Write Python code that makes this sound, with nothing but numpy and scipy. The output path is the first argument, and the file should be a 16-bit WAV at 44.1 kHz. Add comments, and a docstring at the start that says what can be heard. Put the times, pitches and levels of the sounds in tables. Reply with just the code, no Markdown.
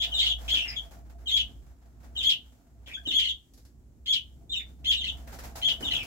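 """Sparrows chirp close by in a narrow fenced yard, while a flock of pigeons circles overhead.
Sparrows: gliding whistles with rasp and side tones, three stock syllables in phrases with single slurs between.
Pigeons: noise pulsed by wingbeats, rushing away in the first second and back at the end, with a few sharp claps.
Behind: a far engine's two-harmonic drone, filtered-noise traffic rumble and a faint hiss."""
import sys
import numpy as np
from scipy import signal
from scipy.fft import rfft, irfft
from scipy.io import wavfile
from scipy.ndimage import uniform_filter1d

SR = 44100
rng = np.random.default_rng(int(sys.argv[2]) if len(sys.argv) > 2 else 0)


def wrap_up_sound(samples):
    """Save the sound to the file named by the first command line argument, as 16-bit audio."""
    columns = np.atleast_2d(samples).T
    # keep every value between -1 and 1, then stretch to whole-number steps
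    tamed = np.clip(columns, -1, 1)
    steps = np.round(tamed * 32767).astype(np.int16)
    wavfile.write(sys.argv[1], SR, steps)


N = 267228
TIME = np.arange(N) / SR


def notes():
    """Lists every note sung: stock syllables, each time stretched and transposed a little, and single slurs."""
    # A scratch, a scoop up to a pure whistle, a rasp, a drop. Each row: offset from the main note in seconds,
    # length in seconds, start pitch in Hz, end pitch in Hz, level in dB, rasp 0-1, split into side tones 0-1.
    chirp = [(-.029, .009, 3000, 3080, -11, .75, 0.3), (-.019, 0.017, 3100, 3220, -2.5, 0.03, 0.3),
             (0, .039, 3500, 3170, 0.6, 0, 0), (.037, .019, 3424, 3148, -1.5, .5, 0.4),
             (.056, .026, 3130, 2900, -3, .26, 0.1)]
    # A soft low flick, a jump to a high pure note and back. Each row: offset in seconds, length in seconds,
    # start pitch in Hz, end pitch in Hz, level in dB, rasp 0-1, split 0-1.
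    hiccup = [(-.018, 0.021, 3184, 2890, -7, .04, .02), (0, .027, 3869, 3482, -0.2, .03, 0),
              (.028, 0.017, 3310, 2930, 0, .22, 0.0007)]
    # Side tones, a dip, a steep fall. Each row: offset in seconds, length in seconds,
    # start pitch in Hz, end pitch in Hz, level in dB, rasp 0-1, split 0-1.
    twang = [(0, .02, 3170, 3180, 2, .2, .75), (.027, .012, 2828, 2900, 3.5, 0.12, .1),
             (.042, .026, 3700, 3020, .5, .16, .06)]
    # Chirps sung. Each row: main note in seconds, level in dB, length factor, pitch factor.
    chirps = [(.513, -25.5, .8, 1), (1.324, -25, 1.1, 1), (2.255, -23, .95, 1), (3.146, -24, 1.08, 1),
              (4.089, -25.5, 1.03, 1.005), (4.873, -24.5, 1, .995), (5.643, -25, .97, .99)]
    # Hiccups sung. Each row: main note in seconds, level in dB, length factor, pitch factor.
    hiccups = [(.14, -27.5, 1.45, 1), (1.276, -28, 0.93, 1.01), (2.172, -29.5, 0.99, 1),
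               (3.072, -29, 1.055, 0.99), (4.968, -33.5, 1.23, 1.01), (5.843, -30, 1.06, .97)]
    # Twangs sung. Each row: main note in seconds, level in dB, length factor, pitch factor.
    twangs = [(.213, -28.5, 1.64, 1.005), (3.24, -30, 1.03, 1.015), (5.034, -32.5, 1, .99),
              (5.908, -28.5, 0.88, 0.97)]
    # Single slurred notes. Each row: start in seconds, length in seconds, start pitch in Hz,
    # end pitch in Hz, level in dB, rasp 0-1.
    slurs = [(.001, 0.023, 3417, 3250, -28.5, 0.11), (0.021, 0.029, 3350, 2780, -27.5, 0.61),
             (.177, .04, 3600, 2856, -30, .4), (0.188, .025, 3837, 3723, -25, .07),
             (0.247, 0.036, 3535, 3192, -32, 0.5), (0.48, 0.03, 2892, 3060, -31.5, 0.8),
             (.562, .036, 2730, 2546, -29, 0.32), (0.594, 0.015, 3464, 3075, -31.5, .24),
             (0.606, 0.037, 2873, 2726, -30.5, 0.12), (0.649, 0.1, 2140, 2150, -40.5, 0.4),
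             (.679, .028, 5410, 4875, -36, .08), (0.76, .03, 3495, 3186, -33.5, 0.06),
             (2.227, .02, 3015, 3310, -28.5, 0.5), (2.861, 0.04, 2917, 1950, -47.5, 0.76),
             (2.896, .041, 1818, 2586, -40.5, 0.2), (2.935, .024, 3550, 3265, -36.5, .01),
             (2.97, .013, 1480, 1664, -34, 0.01), (4.495, 0.016, 3610, 3578, -37, 0.02),
             (4.516, 0.017, 3928, 3677, -30, 0.01), (4.525, 0.04, 3260, 2737, -33.5, 0.08),
             (4.558, 0.032, 3803, 3505, -30.5, 0.01), (4.593, 0.0264, 2464, 1773, -42.5, 0.43),
             (5.959, .069, 3035, 2483, -36, .25)]
    split_per_rasp = 0.45  # slurs only
    sung = [(*slur, rasp, split_per_rasp * rasp) for *slur, rasp in slurs]
    for syllable, times in (chirp, chirps), (hiccup, hiccups), (twang, twangs):
        for main_s, db, stretch, pitch in times:
            for after_s, length_s, start_hz, end_hz, note_db, rasp, split in syllable:
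                sung.append((main_s + stretch * after_s, stretch * length_s,
                             pitch * start_hz, pitch * end_hz, db + note_db, rasp, split))
    return [note for note in sung if note[0] + note[1] > 0]


def sparrows(jitter_rad=0.45, jitter_hz=1400, buzz_hz=340, buzz_depth_hz=350, flutter=0.94, side_depth=1.2,
             waver=0.011, edge_s=0.0055, scrape_db=-15, least_scrape=0.14, pressing=0.76, loud_db=-24,
             swell_s=0.0052):
    """Gliding whistles; rasp shakes pitch and adds hiss, a split note's level swings at a third of its pitch."""
    # Overtones of the song. Each row: multiple of the pitch, level in dB.
    overtones = [(1, 0.5), (2, -25), (3, -29.5), (4, -32)]
    # Colour of the song on its way from the beak. Each row: frequency in Hz, gain in dB.
    beak = [(800, -18.5), (1500, -11), (2200, -4.5), (3300, 1), (4300, -1), (6000, 3), (7600, 7),
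            (8400, -2), (10200, -4.5), (12200, -5), (13500, 3), (15500, 4.5)]
    # Dry hiss of a rasping syrinx. Each row: frequency in Hz, relative density in dB per Hz.
    syrinx_hiss = [(1000, -20.5), (2000, -6.5), (3300, -11), (5000, -1.5), (7600, -2.5), (8400, -14.5),
                   (12200, -11.5), (13500, -8), (15500, -9.5)]
    shake, slow = wander(jitter_hz), wander(260)
    warble_hz = 400 * wander(270)
    song, scrape = np.zeros((2, N))
    buzz = np.sin(2 * np.pi * np.cumsum(buzz_hz * (1 + 0.27 * wander(120))) / SR)
    for start_s, length_s, start_hz, end_hz, db, rasp, split in notes():
        first = max(int((start_s - edge_s / 2) * SR), 0)
        last = int((start_s + length_s + edge_s / 2) * SR)
        span = slice(first, last)
        t = TIME[span] - start_s

        hz = np.interp(t, [0, length_s], [start_hz, end_hz]) * (1 + waver * slow[span])
        hz = hz + np.tanh(2 * rasp) * warble_hz[span] + rasp * buzz_depth_hz * buzz[span]
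        phase = 2 * np.pi * (np.cumsum(hz) / SR + rng.random())
        third = np.sin(phase / 3)
        phase = phase + rasp * jitter_rad * shake[span]

        top_gain = gain_of(pressing * (db - loud_db))  # soft notes lose their highest overtones
        tone = np.zeros(len(t))
        for k, tone_db in overtones:
            gain = gain_of(tone_db) * (top_gain if k > 2 else 1)
            tone += gain * np.sin(round(k) * phase)
        tone = tone * (1 + flutter * rasp * buzz[span]) * (1 + side_depth * split * third)

        fade = np.clip(np.minimum(t, length_s - t) / edge_s + 0.5, 0, 1)
        level = gain_of(db) * np.sin(np.pi / 2 * fade) ** 2
        # pure notes need a moment to build up
        level = level * (1 - 0.5 * (1 - rasp) * np.exp(-np.maximum(t, 0) / swell_s))
        song[span] += level * evened(tone)
        scrape[span] += level * (least_scrape + rasp ** 2)
    puffs = evened(coloured(rng.standard_normal(N) * (1 + 0.47 * buzz), syrinx_hiss))
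    return coloured(song, beak) + gain_of(scrape_db) * scrape * puffs


def echoes(t60_share, onset_s):
    """Sparse reflections, other ones for each ear, each band dying at its own speed."""
    # Ring of the yard before t60_share scales it. Each row: frequency in Hz, t60 in seconds.
    ring = [(200, .5), (1500, 0.35), (3300, 0.45), (7000, 0.32), (15000, 0.45)]
    taps = rng.choice([-1., 1.], (2, SR)) * (rng.random((2, SR)) < 2500 / SR)  # about 2500 per second
    hz, t, z = signal.stft(taps, SR, nperseg=256)
    t60_s = t60_share * read(ring, hz)[:, None]
    tail = signal.istft(z * gain_of(-60 * t / t60_s), SR, nperseg=256)[1][:, :SR]
    tail = tail * np.clip(TIME[:SR] / onset_s - 0.3, 0, 1)
    return tail / np.linalg.norm(tail, axis=1, keepdims=True)


def yard(x, direct_db, fence_db, tail_db, left_db, lag_s=0.00012):
    """Direct sound reaches the right channel first; fence and porch answer quickly, the houses later."""
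    late = irfft(rfft(x) * np.exp(-2j * np.pi * np.fft.rfftfreq(N, 1 / SR) * lag_s), N)
    fence = gain_of(fence_db) * echoes(t60_share=0.37, onset_s=0.0016)
    houses = gain_of(tail_db) * echoes(t60_share=0.82, onset_s=0.042)
    wet = signal.fftconvolve(x[None], fence + houses, axes=1)[:, :N]
    direct = gain_of(direct_db) * np.array([late, x])
    return (direct + wet) * gain_of([[left_db / 2], [-left_db / 2]])


def wingbeats(count, beat_hz, stroke_db):
    """Several birds, each with its own beat, drifting in and out: a sharp downstroke that fades."""
    power = np.zeros(N)
    for _ in range(count):
        bird_hz = beat_hz * rng.uniform(0.8, 1.2) * (1 + 0.054 * wander(0.67))
        turns = np.cumsum(bird_hz) / SR + rng.random()
        power += gain_of(-stroke_db * (turns % 1) + 4.2 * wander(4.5)) ** 2
    return evened(np.sqrt(uniform_filter1d(power, size=200)))


def flock(rush_db=3, feather_db=1.5):
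    """Noise pulsed by many wings: pushed air, hissing feathers and a soft whistle, all following nearness."""
    # Nearness of the flock. Each row: time in seconds, level in dB before the layer offsets.
    nearness = [(0.0, -60), (0.44, -56.5), (0.84, -63), (1.79, -74.5), (2.14, -64.5), (2.45, -75.5),
                (2.72, -76), (3.07, -71.5), (3.41, -86.5), (3.93, -88), (5.01, -69), (5.54, -54),
                (6.06, -56)]
    # Air pushed by the wings. Each row: frequency in Hz, relative density in dB per Hz.
    pushed_air = [(150, -1), (300, -10.5), (480, -3), (680, -1), (800, 1.5), (1050, -6), (1400, -4),
                  (2000, -10.5), (4000, -21), (8000, -28.5)]
    # Hiss of the feathers. Each row: frequency in Hz, relative density in dB per Hz.
    feather_hiss = [(800, -19), (1500, 1), (3000, -2), (5500, 0), (7500, 0.5), (8500, -7.5), (12000, -3.5),
                    (15500, -4.5)]
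    # Soft whistle of stiff flight feathers. Each row: frequency in Hz, relative density in dB per Hz.
    stiff_feathers = [(450, -41.5), (620, -15), (675, 3.5), (730, -8.5), (850, -22.5), (1100, -37.5)]
    near_db = np.interp(TIME, *np.transpose(nearness))
    beats = wingbeats(count=6, beat_hz=7.9, stroke_db=24.5)
    rush = air(pushed_air) * gain_of(near_db + rush_db) * beats
    whistle = air(stiff_feathers) * gain_of(near_db) * wingbeats(count=3, beat_hz=8.0, stroke_db=14.5)
    feathers = rustle(feather_hiss) * gain_of(near_db + feather_db) * beats
    return rush + whistle + feathers


def wing_strokes(crack_rise_s=0.0024, swish_rise_s=0.0018, thump_rise_s=0.0054):
    """Single wing sounds, from soft rustles to strong strokes: feather crack, swish and slower push of air."""
    # Heavy wing strokes. Each row: start in seconds, swish level in dB, thump level in dB.
    heavy_strokes = [(.533, -45.5, -50), (2.03, -61, -59), (2.873, -52.5, -60), (3.068, -55, -41.5),
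                     (5.805, -45, -37.5)]
    # Brighter wing sounds: soft feather rustles near 3.6 s, sharp claps near the end.
    # Each row: start in seconds, crack level in dB, swish level in dB.
    bright_strokes = [(3.535, -57, -79), (3.574, -59.5, -68), (3.649, -59.5, -68), (5.274, -58, -48),
                      (5.337, -52.5, -73), (5.387, -49.5, -44.5), (5.558, -44.5, -57), (5.932, -47, -47),
                      (6.029, -48, -51)]
    # Crack as the feathers meet. Each row: frequency in Hz, relative density in dB per Hz.
    crack_colour = [(1000, -10), (2500, -5.5), (5000, 6.5), (7500, 2), (8500, -2.5), (12000, 1),
                    (14500, -5)]
    # Wing cutting the air. Each row: frequency in Hz, relative density in dB per Hz.
    swish_colour = [(250, -13.5), (520, 1.5), (750, -4.5), (1050, -6), (1600, -1), (2300, -7.5),
                    (5000, -19)]
    # Dull body of a stroke. 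Each row: frequency in Hz, relative density in dB per Hz.
    thump_colour = [(60, -7), (130, -11.5), (200, -8), (270, 9), (400, -9), (600, -11.5), (1200, -27.5),
                    (3000, -57.5)]
    heavy_crack_db, heavy_fade_s = -4.5, 0.045  # crack relative to swish
    bright_thump_db, bright_fade_s = -63, 0.038
    crack, swish, thump = np.zeros((3, N))
    strokes = [(start_s, swish_db + heavy_crack_db, swish_db, thump_db, heavy_fade_s)
               for start_s, swish_db, thump_db in heavy_strokes]
    strokes += [(start_s, crack_db, swish_db, bright_thump_db, bright_fade_s)
                for start_s, crack_db, swish_db in bright_strokes]
    for start_s, crack_db, swish_db, thump_db, fade_s in strokes:
        span = slice(int(start_s * SR), int((start_s + 0.5) * SR))
        t = TIME[span] - start_s
        layers = ((crack, crack_db, crack_rise_s), (swish, swish_db, swish_rise_s),
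                  (thump, thump_db, thump_rise_s))
        for level, db, rise_s in layers:
            decay = np.exp(-np.maximum(t - rise_s, 0) / fade_s)
            level[span] += gain_of(db) * np.clip(t / rise_s, 0, 1) * decay
    return crack * rustle(crack_colour) + swish * rustle(swish_colour) + thump * air(thump_colour)


def rustle(spectrum, grain_db=0.5, grain_hz=220):
    """Feathers sliding over each other: noise in uneven grains."""
    return evened(air(spectrum) * gain_of(grain_db * wander(grain_hz)))


def town(engine_db=-1.5, second_db=-21, traffic_db=8, hiss_db=-70.5, lead_rad=0.61, unsteady_db=1.2,
         unsteady_hz=6):
    """A far engine's uneven two-harmonic drone, leading in the left ear, over traffic rumble and faint hiss."""
    # Engine speed. Each row: time in seconds, firing rate in Hz.
    engine_speed = [(0.0, 57), (1.72, 61), (4.22, 63.5), (5.77, 64), (5.86, 68.5), (6.06, 65.5)]
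    # Engine loudness. Each row: time in seconds, level in dB before engine_db.
    engine_level = [(0.0, -43), (0.39, -38), (0.93, -47.5), (1.33, -43.5), (1.72, -47.5), (1.77, -58),
                    (2.24, -42), (2.31, -57.5), (2.55, -55), (2.68, -72), (2.72, -51.5), (3.34, -48),
                    (3.49, -71.5), (3.56, -60), (5.13, -42), (5.67, -51), (6.01, -47.5), (6.06, -53)]
    # Far traffic. Each row: time in seconds, level in dB before traffic_db.
    traffic_level = [(0.0, -61), (1.53, -59.5), (1.82, -66), (2.21, -59.5), (2.63, -67.5), (3.17, -60.5),
                     (3.44, -67.5), (6.06, -52.5)]
    # Traffic colour. Each row: frequency in Hz, relative density in dB per Hz.
    rumble = [(15, -18.5), (30, -10.5), (50, 11), (85, 1.5), (130, 0), (185, -7.5), (225, -3), (265, -5.5),
              (300, -8), (500, -19.5), (800, -26), (1500, -42.5), (3000, -61)]
    # Steady faint hiss. 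Each row: frequency in Hz, relative density in dB per Hz.
    faint_hiss = [(300, 9), (1000, 3), (2500, -1), (4800, 0), (5800, 3), (7700, 6), (8400, -1), (12000, -1),
                  (15500, 0)]
    hz = np.interp(TIME, *np.transpose(engine_speed))
    phase = 2 * np.pi * np.cumsum(hz) / SR + 0.09 * wander(12) + np.array([[lead_rad], [0]])
    drone = np.sin(phase) + gain_of(second_db) * np.sin(2 * phase)
    drone = drone * gain_of(unsteady_db * wander(unsteady_hz))
    engine = evened(drone) * gain_of(np.interp(TIME, *np.transpose(engine_level)) + engine_db)
    passing_db = np.interp(TIME, *np.transpose(traffic_level)) + traffic_db + 1.2 * wander(5.4)
    traffic = air(rumble) * gain_of(passing_db)
    return (engine + traffic) * gain_of([[-0.6], [0.6]]) + gain_of(hiss_db) * air(faint_hiss)


def air(spectrum):
    """Stereo noise from all around, alike in both ears in the bass, rms 1."""
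    # Likeness of the two ears. Each row: frequency in Hz, coherence.
    likeness = [(60, 0.97), (150, .88), (350, 0.78), (700, 0.26), (1400, 0), (3000, 0), (16000, 0.028)]
    a, b = rfft(rng.standard_normal((2, N)))
    same = np.clip(read(likeness, np.fft.rfftfreq(N, 1 / SR)), -1, 1)
    ears = np.array([a, same * a + np.sqrt(1 - same ** 2) * b])
    return evened(coloured(irfft(ears, N), spectrum))


def wander(rate_hz):
    """Smooth random curve of rms 1: noise rolled off steeply above the rate."""
    hz = np.fft.rfftfreq(N, 1 / SR)
    return evened(irfft(rfft(rng.standard_normal(N)) / np.sqrt(1 + (hz / rate_hz) ** 6), N))


def coloured(x, spectrum):
    """Filters by a spectrum in dB."""
    return irfft(rfft(x) * gain_of(read(spectrum, np.fft.rfftfreq(N, 1 / SR))), N)


def read(points, hz):
    """Interpolates a table on a log-frequency axis."""
    f, value = np.transpose(points)
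    return np.interp(np.log(hz + 1), np.log(f + 1), value)


def evened(x):
    """Scales to rms 1."""
    return x / np.sqrt(np.mean(x ** 2) + 1e-20)


def gain_of(db):
    """Decibels to amplitude."""
    return 10 ** (np.asarray(db) / 20)


def suppress(x, depth_db=5, open_db=-45, range_db=22, release_db_per_s=120):
    """Mild noise suppressor: treble sinks in quiet moments, stays open briefly after each loud sound."""
    high_pass = signal.butter(2, 2000, "high", fs=SR, output="sos")
    treble = signal.sosfiltfilt(high_pass, x)
    power = abs(uniform_filter1d((treble ** 2).mean(0), size=300))
    level_db = 10 * np.log10(power + 1e-14)
    fall_db = TIME * release_db_per_s
    held_db = np.maximum.accumulate(level_db + fall_db) - fall_db  # instant rise, steady fall
    shut = np.clip((open_db - held_db) / range_db, 0, 1)
    return x - treble * (1 - gain_of(-depth_db * shut))


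def scene():
    """Sparrows in the yard, pigeons above it, the town behind."""
    song = yard(sparrows(), direct_db=-3.0, fence_db=0.5, tail_db=-24.5, left_db=1.5)
    return song + flock() + wing_strokes() + town()


def record(dry):
    """Noise suppression, then the recorder's band limit."""
    edge_hz = 15830
    low_pass = signal.firwin(1023, edge_hz, window=("kaiser", 9), fs=SR)
    return signal.oaconvolve(suppress(dry), low_pass[None], "same")


dry = scene()
out = record(dry)
wrap_up_sound(out)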